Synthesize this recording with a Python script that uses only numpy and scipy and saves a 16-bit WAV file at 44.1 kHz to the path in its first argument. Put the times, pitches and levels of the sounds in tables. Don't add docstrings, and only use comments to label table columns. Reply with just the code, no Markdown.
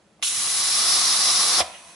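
import sys
import numpy as np
from scipy import signal
from scipy.fft import rfft, irfft, next_fast_len
from scipy.io import wavfile
from scipy.ndimage import map_coordinates

SR = 44100
rng = np.random.default_rng(int(sys.argv[2]) if len(sys.argv) > 2 else 0)


def dump_mix(stems):
    frames = np.atleast_2d(stems).T
    limited = np.clip(frames, -1, 1)
    pcm = np.round(limited * 32767).astype(np.int16)
    wavfile.write(sys.argv[1], SR, pcm)


N = 85995

# f/Hz, left-right correlation
CORRELATION = [(60, 1), (300, 0.91), (700, 0.79), (1100, 0.78), (2000, 0.53), (2700, 0.18), (4000, 0.65),
               (5500, 0.3), (7000, 0.44), (8800, 0.057), (9600, 0.57), (11000, 0.47)]
# f/Hz, left minus right/dB
BALANCE = [(300, 1.5), (680, -0.5), (1020, 0), (1530, -5), (2000, 0.5), (2700, -4.5), (3350, -5),
           (3900, -3), (4400, 2.5), (5200, 0.5), (6200, 0), (7500, 1), (8500, -0.5), (9400, -3.5),
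           (10600, 2)]
# f/Hz, level/dB
ROOM_TONE_EQ = [(25, -36), (58, -15), (131, -17), (208, -1.5), (254, -21), (300, -8.5), (391, -15),
                (550, -12.5), (800, -19), (3000, -27), (11000, -33.5)]
# f/Hz, T60/s
ROOM_DECAY = [(100, 0.2), (700, 0.61), (3000, 0.58), (6000, 0.24), (11000, 0.3)]

# t/s, level/dB
LEAK_FADE = [(1.61, -39.5), (1.72, -44.5), (1.78, -45), (1.83, -47), (1.88, -46.5), (1.92, -47),
             (1.95, -48)]
# f/Hz, level/dB
LEAK_EQ = [(100, -29), (300, -23), (450, -32), (700, -13.5), (1000, -19), (1500, -14), (2500, -15),
           (4200, -14), (4900, -19), (6000, -11.5), (7300, -19), (8200, -14.5), (9200, -17), (10200, -10.5),
           (11000, -18.5)]
# f/Hz, width/Hz, level/dB, left minus right/dB
LEAK_PEAKS = [(672, 33, 1.5, 3), (1002, 105, 3, 2), (2540, 140, -2.5, -9), (8130, 140, -5, 2),
              (10600, 200, -9.5, -17)]
# f/Hz, width/Hz, level/dB, left minus right/dB
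SCRAPE_PEAKS = [(1330, 150, -9, -2), (2030, 410, -5, -3), (2848, 130, -2, -4), (3160, 200, -9, 8)]
# f/Hz, level/dB, T60/s
CLINK_MODES = [(1770, -4, 0.063), (2520, -2.5, 0.21), (3060, -6, 0.2)]

# t/s, length/s, level/dB, T60/s
SEAL_SPITS = [(0.2249, 0.026, -22.5, 0.28), (0.27, 0.011, -27, 0.19)]
# f/Hz, level/dB
SPIT_EQ = [(300, -32), (900, -18), (1400, -6.5), (2000, -25), (2450, -1), (3300, 2.5), (4100, -0.5),
           (4500, -9), (5200, -3.5), (7000, -4), (11000, -41)]

# t/s, thump/dB, knock/dB, ring/dB, click/dB
VALVE_HITS = [(0.1935, -47.5, -52, -78, -88), (0.2175, -62, -62, -75, -44), (0.2255, -51, -51, -74, -22.5),
              (1.6038, -12.5, -21, -34, -20.5), (1.6091, -27, -28, -43, -18), (1.618, -40, -30.5, -54, -29)]
# f/Hz, level/dB
KNOCK_EQ = [(30, -34), (55, -22), (75, -8), (130, -33), (220, -10.5), (290, -35), (400, -9.5), (540, -0.5),
            (740, 4.5), (900, -7), (1250, -6), (1600, -17), (3000, -21), (9000, -52)]
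# f/Hz, level/dB
CLICK_EQ = [(400, -14.5), (1200, 3.5), (1600, -2.5), (2100, 6.5), (2700, 1), (3500, 6), (4400, -4),
            (5300, -2), (7000, -18), (11000, -3.5)]
# f/Hz, level/dB, T60/s
KEG_MODES = [(80, -17.5, 0.39), (336, -4, 0.11), (652, -7, 0.26), (990, 0, 0.33), (2147, -3, 0.24),
             (2410, 3, 0.045), (3485, 9.5, 0.07), (5170, -1, 0.1)]
# t/s, level/dB
BOOM_HITS = [(1.606, -32.5), (1.676, -43)]
# f/Hz, width/Hz, level/dB, left minus right/dB
BOOM_PEAKS = [(600, 91, -1, 0), (650, 45, 0, -1), (820, 100, -4, 3), (930, 110, -6, -2)]

# t/s, level/dB
LIFT_RIDE = [(0.23, -32.5), (0.33, -33), (0.46, -29.5), (0.6, -26.5), (0.72, -25.5), (0.8, -23.5),
             (0.89, -22), (0.998, -22.5), (1.1, -22.5), (1.17, -23.5), (1.28, -22), (1.34, -23.5),
             (1.43, -22.5), (1.48, -24.5), (1.56, -22), (1.6, -22)]
# f/Hz, level/dB
FIZZ_EQ = [(50, -43), (530, -27), (900, -44), (1250, -36), (1410, -12.5), (1720, -13.5), (1950, -10),
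           (3160, -8), (4020, -3.5), (4610, -12.5), (5750, -3), (8740, -4.5), (10200, 2), (11000, -0.5),
           (14300, -60), (22000, -120)]
# f/Hz, level/dB
ROAR_EQ = [(60, -52), (350, -25), (1000, -26), (2000, -8), (2800, -15), (3400, -5), (3800, -1),
           (4600, -1.5), (5100, 3.5), (5900, 1.5), (6500, -15), (8000, -30), (11000, -15)]
# f/Hz, level/dB
RUSH_EQ = [(25, -42), (50, -40), (80, -19), (170, -19), (215, -10.5), (270, -16.5), (345, -6.5),
           (430, -9.5), (600, -7), (760, -1.5), (880, -2), (1050, 0.5), (1270, 3.5), (1450, -6),
           (2500, -16.5)]
# f/Hz, level/dB
MURMUR_EQ = [(30, -30), (75, -6), (130, 3), (250, -4.5), (345, 5.5), (440, -5), (800, -20.5)]
# f/Hz, width/Hz, level/dB, left minus right/dB
RIM_PEAKS = [(353, 16, -14.5, -8), (1106, 166, -7, 10.5), (1240, 84, -7, -10), (3543, 66, 0.5, 3),
             (4080, 140, 2, -7), (4347, 96, 3.5, -6), (4864, 91, 6.5, 2), (4920, 64, 4, -5),
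             (5210, 31, 2, 14), (5030, 55, 0.5, 18), (5180, 35, -3, -2), (5760, 120, -5, -2),
             (5660, 91, -1, -8), (5840, 59, -11, 4), (5830, 110, 0, 13.5), (6620, 170, -2.5, 8.5),
             (7570, 88, -8, 16), (9600, 96, -19, 3), (10200, 74, -5, 4), (10330, 33, 3, -3),
             (10640, 44, 5, 4)]

OPEN_S, SHUT_S = 0.222, 1.604
CLOSE_S = 0.0089
SWAY_DB, FLUTTER_DB = 0.37, 0.67


def amp(db):
    return 10 ** (np.asarray(db) / 20)


def unit(x):
    return x / np.sqrt(np.mean(x ** 2) + 1e-20)


def along(points, hz):
    f, values = np.transpose(points)
    return np.interp(np.log(hz + 1), np.log(f + 1), values)


def wobble(rate):
    knots = rng.standard_normal(int(N * rate / SR) + 4)
    return map_coordinates(knots, [np.arange(N) * rate / SR])


def filtered(x, response):
    size = next_fast_len(N + SR // 2)
    return irfft(rfft(x, size) * response(np.fft.rfftfreq(size, 1 / SR)), size)[..., :N]


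def pan(db):
    return amp(np.array([[.5], [-.5]]) * db)


def stereo_white():
    def mid_side_gains(hz):
        angle = np.arccos(np.clip(along(CORRELATION, hz), -1, 1)) / 2
        return np.array([np.cos(angle), np.sin(angle)])
    mid, side = filtered(rng.standard_normal((2, N)), mid_side_gains)
    return np.array([mid + side, mid - side])


def noise(eq):
    return unit(filtered(stereo_white(), lambda hz: amp(along(eq, hz)) * pan(along(BALANCE, hz))))


def resonant(peaks):
    def response(hz):
        power = 0
        for centre, width, db, lean_db in peaks:
            bell = (hz * width) ** 2 / ((centre ** 2 - hz ** 2) ** 2 / 2 + (hz * width) ** 2)
            power += (amp(db) * pan(lean_db) * bell) ** 2
        return np.sqrt(power)
    return unit(filtered(stereo_white(), response))


def burst(t, start, t60, attack_s=0.001):
    age = np.maximum(t - start, 0)
    return np.minimum(age / attack_s, 1) * np.exp(-np.log(1000) * age / t60)


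def ringing(t, start, modes):
    return sum(amp(db + rng.normal(0, 1)) * burst(t, start, t60) * np.sin(2 * np.pi * hz * (t - start))
               for hz, db, t60 in modes)


def room_tone():
    return amp(-58.5) * noise(ROOM_TONE_EQ)


def room(x, tail_db=-15, walls_db=-11.5, widen_hz=2320):
    bands, times, spectra = signal.stft(rng.standard_normal((2, SR // 2)), SR, nperseg=256)
    decay = np.exp(-np.log(1000) * times / along(ROOM_DECAY, bands)[:, None])
    tail = signal.istft(spectra * decay, SR, nperseg=256)[1]
    walls = rng.standard_normal(tail.shape) * burst(np.arange(tail.shape[1]) / SR, 0.001, t60=0.07)
    echo = amp(tail_db) * tail / np.linalg.norm(tail[0])
    echo += amp(walls_db) * walls / np.linalg.norm(walls[0])
    wet = signal.fftconvolve(x, echo, axes=1)[:, :N]
    spread = lambda hz: np.pi / 4 * hz / (hz + widen_hz)
    mid = filtered(wet[0], lambda hz: np.cos(spread(hz)))
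    side = filtered(wet[1], lambda hz: np.sin(spread(hz)))
    return np.array([mid + side, mid - side])


def leak(t):
    seep = noise(LEAK_EQ) + amp(-6) * resonant(LEAK_PEAKS)
    level_db = np.interp(t, *np.transpose(LEAK_FADE)) + SWAY_DB * wobble(25.8)
    return (t > SHUT_S) * amp(level_db) * seep


def pull_ring(t, clink_s=1.747, scrape_s=1.748, rise_s=0.02, t60=0.19):
    age = t - scrape_s
    swell = np.exp(np.minimum(age, 0) / rise_s - np.log(1000) * np.maximum(age, 0) / t60)
    scrape = amp(-44.5) * swell * resonant(SCRAPE_PEAKS)
    clink = amp(-44) * ringing(t, clink_s, CLINK_MODES)
    return scrape + clink


def spit(t):
    flow = np.zeros(N)
    for start, length, db, t60 in SEAL_SPITS:
        release = np.exp(-np.maximum(t - start - length, 0) / CLOSE_S)
        flow += amp(db) * burst(t, start, t60) * release
    return flow * noise(SPIT_EQ)


def valve(t, lid_hz=738):
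    knock, click = noise(KNOCK_EQ), noise(CLICK_EQ)
    hits = np.zeros((2, N))
    for start, thump_db, knock_db, ring_db, click_db in VALVE_HITS:
        hits += amp(thump_db) * burst(t, start, t60=0.027) * np.sin(2 * np.pi * lid_hz * (t - start))
        hits += amp(knock_db) * burst(t, start, t60=0.053) * knock
        hits += amp(click_db) * burst(t, start, t60=0.043) * click
        hits += amp(ring_db) * ringing(t, start, KEG_MODES)
    boom = sum(amp(db) * burst(t, start, t60=0.17) for start, db in BOOM_HITS)
    return hits + boom * resonant(BOOM_PEAKS)


def valve_gap(t, flow, attack_s=0.012, widen_s=0.29, widen_rise_s=0.012, thin_hz=2460, thin_db=-8.5):
    lows = filtered(flow, lambda hz: 1 / (1 + (hz / thin_hz) ** 10))
    highs = flow - lows
    narrow = (1 - np.tanh((t - widen_s) / widen_rise_s)) / 2
    attack = np.clip((t - OPEN_S) / attack_s, 0, 1) ** 2
    release = np.exp(-np.maximum(t - SHUT_S, 0) / CLOSE_S)
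    return attack * release * (highs + amp(thin_db * narrow) * lows)


def jet(t, choke_db=7, choke_s=0.13):
    times, ride_db = np.transpose(LIFT_RIDE)
    lift_db = np.interp(t, times, ride_db) - ride_db.mean() + SWAY_DB * wobble(13.94)
    fizz = amp(-23 + 0.24 * lift_db + FLUTTER_DB * wobble(60.45)) * noise(FIZZ_EQ)
    roar = amp(-26.5 + 1.64 * lift_db + FLUTTER_DB * wobble(59.6)) * noise(ROAR_EQ)
    rim = amp(-28.5 + 1.12 * lift_db) * resonant(RIM_PEAKS)
    swell_db = choke_db * np.exp(-np.abs(SHUT_S - t) / choke_s)
    rush = amp(-36 + 1.14 * lift_db + swell_db + FLUTTER_DB * wobble(30.5)) * noise(RUSH_EQ)
    murmur = amp(-54.5) * noise(MURMUR_EQ)
    return valve_gap(t, fizz + roar + rim + rush + murmur)


def scene():
    t = np.arange(N) / SR
    keg = jet(t) + spit(t) + valve(t) + leak(t) + pull_ring(t)
    return keg + room(keg) + room_tone()


def record(dry):
    low_cut_hz, high_cut_hz = 45, 11020
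    thinned = signal.sosfilt(signal.butter(3, low_cut_hz, btype="high", fs=SR, output="sos"), dry)
    return filtered(thinned, lambda hz: 1 / np.sqrt(1 + np.minimum(hz / high_cut_hz, 1.1) ** 2000))


dry = scene()
out = record(dry)
dump_mix(out)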